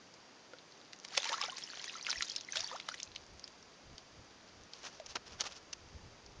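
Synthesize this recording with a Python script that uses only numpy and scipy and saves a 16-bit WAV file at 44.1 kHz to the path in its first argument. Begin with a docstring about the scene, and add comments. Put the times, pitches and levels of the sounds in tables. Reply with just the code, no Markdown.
"""A shallow pond, in a quiet hush with a faint whine; a light breeze puffs on the microphone.
A landing net is dunked and shaken: drops slap, trapped bubbles ring, and each gush through the mesh
sheds spray and churns up air. Air pockets gulp, and a hollow slurps shut as the net comes out.
The water sounds carry a short, weak echo. Then something scuffs on the gritty bank."""
import sys
import numpy as np
from scipy import signal
from scipy.fft import rfft, irfft, next_fast_len
from scipy.io import wavfile
from scipy.ndimage import map_coordinates

SR = 44100
rng = np.random.default_rng(int(sys.argv[2]) if len(sys.argv) > 2 else 0)


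def transcribe(u):
    """Save the signal u as a 16-bit wav file named by the first command-line argument.

    u: samples, shape (n,) or (channels, n), limited to [-1, 1]; the rate is SR.
    q: integer samples, one column per channel.
    """
    v = np.clip(np.atleast_2d(u).T, -1, 1)
    q = np.round(v * 32767).astype(np.int16)
    wavfile.write(sys.argv[1], SR, q)


N = 282240

# Outdoor hush: (frequency [Hz], relative density [dB])
HUSH_SPECTRUM = [(30, -24.5), (90, -10.5), (170, -2.5), (400, -2), (900, -5), (2000, -9), (3900, -12),
                 (5300, -10.5), (6500, -11.5), (10000, -27)]
# Wind on the microphone: (frequency [Hz], relative density [dB])
WIND_SPECTRUM = [(15, -12), (35, -8), (65, 0), (110, -5.5), (200, -16.5), (500, -24), (1500, -68)]
# Air between puffs, slowly freshening: (time [s], level [dB])
WIND_FLOOR = [(1.5, -90.5), (3.5, -75.5), (6.4, -68)]
# Puffs of breeze: (centre time [s], level [dB], Gaussian sigma [s])
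WIND_PUFFS = [(2.184, -58, 0.015), (2.625, -68, 0.05), (3.135, -65.5, .06), (3.324, -63, 0.052),
              (3.903, -56, 0.027), (4.2, -62, 0.041), (4.605, -66, 0.019), (5.11, -61.5, 0.022),
              (5.356, -59.5, 0.034), (5.985, -57, 0.11), (6.356, -61, 0.086)]
# Slaps and drops from the net: (time [s], level over 10 ms [dB], centre [Hz], width [octaves])
DROP_HITS = [(0.14, -57.5, 5860, 0.34), (0.5351, -56.5, 820, 0.97), (0.586, -58, 3900, .3),
             (0.722, -58.5, 4450, 0.16), (0.9325, -48, 3330, 0.65), (1.0498, -44, 4470, 1.8),
             (1.086, -54, 5030, 0.43), (1.177, -26, 3670, 1.5), (1.2314, -40.5, 3110, 0.9),
             (1.2444, -38, 4600, 1), (1.2548, -41, 3080, 1.6), (1.294, -39, 3200, 1.3),
             (1.3299, -39.5, 1490, 3.6), (1.4154, -39.5, 3700, 1.2), (1.426, -39.5, 2360, 0.31),
             (1.438, -37.5, 3460, 0.23), (1.5702, -45, 4330, 0.22), (1.5828, -43, 3320, 2.5),
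             (1.8427, -43.5, 3000, 1.5), (1.896, -44.5, 2870, .18), (2.067, -37, 2260, 0.54),
             (2.0981, -38, 4800, 0.48), (2.1044, -33.5, 5500, 0.12), (2.114, -35.5, 3900, .17),
             (2.129, -38.5, 2320, .95), (2.2083, -37.5, 2150, 0.33), (2.224, -32.5, 4340, 0.83),
             (2.284, -47, 5110, 0.47), (2.298, -39, 5000, 0.17), (2.3177, -45, 4760, .2),
             (2.3623, -36.5, 5440, 0.58), (2.41, -45.5, 4700, 0.49), (2.5587, -37, 3100, 1.7),
             (2.571, -33, 4270, 0.77), (2.6065, -37.5, 5640, 0.13), (2.8003, -43.5, 2700, 0.59),
             (2.8883, -37.5, 2110, 0.98), (2.9428, -46.5, 2280, 1.0), (3.001, -43.5, 3950, 0.48),
             (3.0311, -38.5, 5970, 0.27), (3.1614, -42, 3330, 0.32), (3.396, -53, 5000, 0.57),
             (3.441, -44.5, 4870, 0.075), (3.478, -51, 4800, 0.8), (3.627, -57.5, 4960, .2),
             (3.9812, -49, 4100, .7), (4.7354, -46.5, 4270, 0.4), (5.0, -53, 2500, 1.4),
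             (6.263, -56, 5100, 0.19)]
# Trapped bubbles: (time [s], level [dB], start pitch [Hz])
BUBBLE_RINGS = [(0.534, -44.5, 499), (0.534, -45, 1380), (1.177, -32, 540), (1.177, -22.5, 3390),
                (1.296, -36.5, 1750), (1.297, -40, 545), (1.327, -31.5, 1060), (1.341, -28.5, 1270),
                (1.412, -31.5, 1113), (1.414, -20.5, 5100), (1.435, -35.5, 1282), (1.497, -31.5, 2970),
                (1.638, -25.5, 5300), (1.701, -33, 4360), (1.877, -37.5, 1840), (1.954, -37.5, 1285),
                (2.027, -28, 5860), (2.157, -34, 1900), (2.182, -27, 5380), (2.207, -37.5, 1730),
                (2.221, -35, 1323), (2.364, -21.5, 5130), (2.487, -35, 2050), (2.523, -20.5, 5970),
                (2.531, -39, 1596), (2.556, -33, 1474), (2.644, -23.5, 4400), (2.675, -29, 5640),
                (2.714, -38, 960), (2.729, -37, 1210), (2.887, -36.5, 1226), (2.915, -38.5, 1430),
                (2.941, -38.5, 1910)]
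# One gush per shake of the net: (start [s], hold [s], spray level [dB], churn level [dB])
NET_GUSHES = [(1.15, 0.053, -44, -51), (1.273, 0.073, -43, -45.5), (1.412, 0.052, -48.5, -47.5),
              (1.594, 0.05, -49.5, -72), (1.728, 0.25, -50.5, -60), (2.084, .02, -44, -53),
              (2.205, .015, -45, -65), (2.306, 0.013, -50, -70), (2.561, 0.011, -41, -50),
              (2.63, .11, -52.5, -58), (2.88, 0.071, -55, -69)]
# Wash under the spray: (frequency [Hz], relative density [dB])
SPRAY_SPECTRUM = [(880, -32), (1500, -20.5), (1790, -2.5), (2340, -7), (5850, -2.5), (6990, -4.5),
                  (8020, -19), (9430, -12), (10400, -36), (13500, -81), (22000, -120)]
# Wash under the churn: (frequency [Hz], relative density [dB])
CHURN_SPECTRUM = [(200, -51), (450, -34), (900, -4), (1400, 12), (2100, 15), (3500, -21), (7000, -56)]
# Large air pockets: (time [s], level [dB], start pitch [Hz], end pitch [Hz], T60 [s])
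POCKET_GULPS = [(1.428, -43, 815, 930, 0.11), (1.483, -40.5, 624, 1140, 0.057),
                (1.523, -43.5, 1090, 956, 0.067), (2.564, -48.5, 598.5, 903, 0.27),
                (4.999, -41, 657, 514, 0.079)]
# Hollow closing under the net: (time [s], pitch [Hz], level [dB])
SLURP_SWEEP = [(2.716, 503, -70), (2.723, 493, -46.5), (2.741, 537, -48), (2.751, 737, -41.5),
               (2.759, 1100, -43), (2.765, 1340, -36.5), (2.77, 1450, -68)]
# Scuffs on the bank: (centre time [s], level [dB], Gaussian sigma [s], body cut [dB])
BANK_SCUFFS = [(4.77, -57.5, 0.035, 1), (4.861, -44.5, 0.018, -1.5), (4.95, -59, 0.029, -3),
               (5.064, -46.5, 0.0042, 11), (5.107, -47.5, .014, 7), (5.1591, -34, 0.0028, -1),
               (5.165, -45.5, 0.0061, -10.5), (5.274, -50.5, 0.0091, 1), (5.331, -55.5, 0.02, -3.5),
               (5.411, -41, .012, -2.5), (5.411, -30.5, 0.0044, 10), (5.442, -43, 0.0029, -2),
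               (5.467, -42.5, .012, -1.5), (5.52, -50.5, 0.012, 0.5), (5.569, -50.5, 0.012, 2),
               (5.733, -36, 0.003, 11.5)]
# Scraped grit: (frequency [Hz], relative density [dB])
GRIT_SPECTRUM = [(60, -24), (250, -8.5), (600, 0.5), (1400, 1), (2150, -3.5), (2700, 0.5), (4000, -0.5),
                 (5800, 2.5), (7000, -3.5), (11000, -20.5)]
# Microphone treble roll-off: (frequency [Hz], gain [dB])
MIC_RESPONSE = [(6200, -0.5), (7200, -5), (7900, -21), (9000, -9.5), (9900, -16), (10500, -26.5)]


def amp(db):
    return 10 ** (np.asarray(db) / 20)


def unit(x):
    return x / np.sqrt(np.mean(x ** 2) + 1e-20)


def along(points, hz):
    """Interpolate (frequency, value) points on a log axis."""
    f, v = np.transpose(points)
    return np.interp(np.log(hz + 1), np.log(f + 1), v)


def curves(rows):
    """Per-sample curve for each column after the time."""
    s, *cols = np.transpose(rows)
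    return [np.interp(np.arange(N) / SR, s, c) for c in cols]


def wobble(rate_hz):
    """Smooth random curve, rate_hz knots a second."""
    knots = rng.standard_normal(int(N * rate_hz / SR) + 4)
    return map_coordinates(knots, [np.arange(N) * rate_hz / SR])


def filtered(x, response):
    """Zero-phase filter with gain response(hz)."""
    m = next_fast_len(N + SR // 2)
    return irfft(rfft(x, m) * response(np.fft.rfftfreq(m, 1 / SR)), m)[:N]


def noise(spectrum, envelope=1):
    """Enveloped white noise shaped to a spectrum, rms 1."""
    return unit(filtered(rng.standard_normal(N) * envelope, lambda hz: amp(along(spectrum, hz))))


def causal(gain):
    """Minimum-phase impulse response for a gain curve."""
    cepstrum = irfft(np.log(np.maximum(gain, 1e-6)))
    half = len(cepstrum) // 2
    return irfft(np.exp(rfft(cepstrum * np.r_[1, np.full(half - 1, 2), np.zeros(half)])))


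def add(track, s, sound):
    start = max(round(s * SR), 0)
    track[start:start + len(sound)] += sound[:N - start]


def hush(level_db=-59.0, drift_db=0.14):
    """Near-steady outdoor noise."""
    return amp(level_db + drift_db * wobble(5.18)) * noise(HUSH_SPECTRUM)


def breeze(gain_db=-1, flutter_db=2.6):
    """Wind rumbles on the microphone: puffs over a rising floor."""
    t = np.arange(N) / SR
    floor_db, = curves(WIND_FLOOR)
    puffs = sum(amp(db) * np.exp(-((t - s) / sigma_s) ** 2 / 2) for s, db, sigma_s in WIND_PUFFS)
    return (amp(floor_db) + puffs) * amp(gain_db + flutter_db * wobble(25)) * noise(WIND_SPECTRUM)


def whine(pitch_hz=4732, level_db=-73, waver_hz=4):
    """Faint, thin, wavering tone."""
    hz = pitch_hz + waver_hz * wobble(60)
    return amp(level_db) * unit(np.sin(2 * np.pi * np.cumsum(hz) / SR))


def bubble_cloud(count, centre_hz, spread, cycles, scatter_db, rise, samples):
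    """Small bubbles at random times: damped sines gliding upward, rms 1."""
    when, loud = rng.random((2, count))
    pitch, life = rng.standard_normal((2, count, 1))
    turns = np.clip(centre_hz * np.exp(spread * pitch), 350, 9000) * np.arange(samples) / SR
    age = turns / (cycles * np.exp(0.53 * life))  # 1 at -60 dB
    rings = np.sin(2 * np.pi * turns * (1 + rise * np.minimum(age, 1) / 2)) * amp(-60 * age)
    gains = amp(scatter_db * np.minimum(-np.log(1 - loud), 3.5))
    start = (when * (N - samples)).astype(int)
    index = start[:, None] + np.arange(samples)
    return unit(np.bincount(index.ravel(), (rings * gains[:, None]).ravel(), N))


def drips(tick_db=-76, patter_db=-57, rise_tau_s=0.22, fade_tau_s=0.32):
    """Tiny drips tick off the wet mesh throughout and patter while it is shaken."""
    ticks = bubble_cloud(70, centre_hz=5000, spread=.16, cycles=12, scatter_db=2.4, rise=.2, samples=600)
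    patter = bubble_cloud(330, centre_hz=4990, spread=.24, cycles=13, scatter_db=3, rise=.47, samples=600)
    t = np.arange(N) / SR
    early_s, late_s = np.maximum(NET_GUSHES[0][0] - t, 0), np.maximum(t - NET_GUSHES[-1][0], 0)
    shedding = np.exp(-early_s / rise_tau_s - late_s / fade_tau_s)
    return amp(tick_db) * ticks + amp(patter_db) * shedding * patter


def drops(spatter=1.04, skirt_db=-32, entry_db=-3, entry_tau_s=.0016, octave_t60_s=0.021):
    """Each drop hisses on entry, slaps and spatters, coloured by the size of its crater."""
    out, lead = np.zeros(N), SR // 100
    t = (np.arange(2048) - lead) / SR
    hz = np.fft.rfftfreq(len(t), 1 / SR) + 1
    for s, db, centre_hz, width_oct in DROP_HITS:
        t60_s = octave_t60_s * width_oct ** 0.18  # wider craters spatter longer
        entry = amp(entry_db) * np.exp(-np.abs(t) / (entry_tau_s * (.3 + width_oct)))
        decay = amp(-60 * np.abs(t) / t60_s)
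        push = rng.standard_normal(len(t)) * np.where(t < 0, entry, decay)
        push *= spatter / np.linalg.norm(push)
        push[lead] += 1  # the slap
        crater = np.exp(-(np.log2(hz / centre_hz) / width_oct) ** 2 / 4)
        colour = (crater + amp(skirt_db)) / np.hypot(1, (470 / hz) ** 5) / np.hypot(1, (hz / 7500) ** 6)
        hit = signal.fftconvolve(push, causal(colour))
        add(out, s - lead / SR, amp(db) * hit * np.sqrt(SR / 100) / np.linalg.norm(hit))
    return out


def bank_echo(x, t60_s=0.075, echo_db=-14):
    """Bank and water scatter a short, weak echo."""
    t = np.arange(SR // 5) / SR
    tail = rng.standard_normal(len(t)) * amp(-60 * t / t60_s) * (t > .003)
    return amp(echo_db) * signal.fftconvolve(x, tail / np.linalg.norm(tail))[:N]


def ring(db, start_hz, end_hz, t60_s, attack_s=0.00068):
    """Trapped air rings, gliding as it decays."""
    t = np.arange(SR // 5) / SR
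    hz = start_hz + (end_hz - start_hz) * np.minimum(2 * t / t60_s, 1)
    envelope = amp(db - 60 * t / t60_s) * (1 - np.exp(-t / attack_s))
    return envelope * np.sin(2 * np.pi * np.cumsum(hz) / SR)


def bubbles(gain_db=3, rise=0.069, large_t60_s=0.039, half_t60_hz=2770):
    """Bubbles rise in pitch as they near the surface; large ones ring longest."""
    out = np.zeros(N)
    for s, db, hz in BUBBLE_RINGS:
        t60_s = large_t60_s / (1 + (hz / half_t60_hz) ** 2)
        add(out, s, ring(db + gain_db, hz, hz * (1 + rise), t60_s))
    return out


def gush_flow(attack_tau_s=0.031, release_tau_s=0.058, trickle_db=-16, trickle_tau_s=0.27):
    """Spray and churn envelopes: each gush swells, holds and falls to a trickle as the mesh drains."""
    t = np.arange(N) / SR
    power = np.zeros((2, N))
    for start_s, hold_s, spray_db, churn_db in NET_GUSHES:
        early_s, late_s = np.maximum(start_s - t, 0), np.maximum(t - start_s - hold_s, 0)
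        trickle = amp(trickle_db) * np.exp(-late_s / trickle_tau_s)
        fall = np.maximum(np.exp(-late_s / release_tau_s), trickle)
        power += (amp([[spray_db], [churn_db]]) * np.exp(-early_s / attack_tau_s) * fall) ** 2
    return np.sqrt(power)


def gushes(spray_db=-1, churn_db=-3, spray_wash=.6, churn_wash=0.67, tick_gain=0.62):
    """The mesh tears water into spray and churns up larger bubbles; stray ticks and plops stand out."""
    spray_flow, churn_flow = gush_flow()
    fine = bubble_cloud(4200, centre_hz=4780, spread=.341, cycles=68, scatter_db=6, rise=.17, samples=560)
    big = bubble_cloud(1500, centre_hz=1550, spread=.4, cycles=17, scatter_db=3, rise=.2, samples=1100)
    ticks = bubble_cloud(420, centre_hz=4210, spread=.46, cycles=22, scatter_db=3, rise=.25, samples=600)
    plops = bubble_cloud(170, centre_hz=1564, spread=.33, cycles=58, scatter_db=.5, rise=.56,
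                         samples=2200)
    spray = fine + tick_gain * ticks + spray_wash * noise(SPRAY_SPECTRUM)
    churn = big + plops + churn_wash * noise(CHURN_SPECTRUM)
    water = amp(spray_db) * spray_flow * spray + amp(churn_db) * churn_flow * churn
    # Small splashes radiate no bass.
    return filtered(water, lambda hz: 1 / np.hypot(1, (400 / (hz + 1)) ** 4))


def gulps(gain_db=3):
    """Large air pockets glide in pitch as they change size."""
    out = np.zeros(N)
    for s, db, start_hz, end_hz, t60_s in POCKET_GULPS:
        add(out, s, ring(db + gain_db, start_hz, end_hz, t60_s))
    return out


def slurp(rough_db=2):
    """The hollow under the rising net shrinks, so its note sweeps up."""
    hz, db = curves(SLURP_SWEEP)
    t = np.arange(N) / SR
    sounding = (t > SLURP_SWEEP[0][0]) & (t < SLURP_SWEEP[-1][0])
    return sounding * amp(db + rough_db * wobble(300)) * np.sin(2 * np.pi * np.cumsum(hz) / SR)


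def scuffs(grain_db=4, body_hz=2200):
    """Short scrapes: a rush of tiny grains swells and stops; some carry less body than others."""
    t = np.arange(N) / SR
    grit = noise(GRIT_SPECTRUM, envelope=amp(grain_db * wobble(1500)))
    body = filtered(grit, lambda hz: 1 / (1 + (hz / body_hz) ** 4))
    out = np.zeros(N)
    for s, db, sigma_s, cut_db in BANK_SCUFFS:
        near = np.abs(t - s) < 4 * sigma_s
        swell = amp(db) * np.exp(-((t[near] - s) / sigma_s) ** 2 / 2)
        out[near] += swell * (grit[near] + (amp(-cut_db) - 1) * body[near])
    return out


def scene():
    """Mono mix; only the water feeds the echo."""
    water = gushes() + drops() + drips() + bubbles() + gulps() + slurp()
    return (water + bank_echo(water) + scuffs() + hush() + breeze() + whine())[None]


def record(dry, limit_hz=10500):
    """The microphone dulls the treble and cuts off at its band limit."""
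    hz = np.fft.rfftfreq(1024, 1 / SR)
    dulled = signal.fftconvolve(dry[0], causal(amp(along(MIC_RESPONSE, hz))))[:N]
    return filtered(dulled, lambda hz: hz < limit_hz)[None]


dry = scene()
out = record(dry)
transcribe(out)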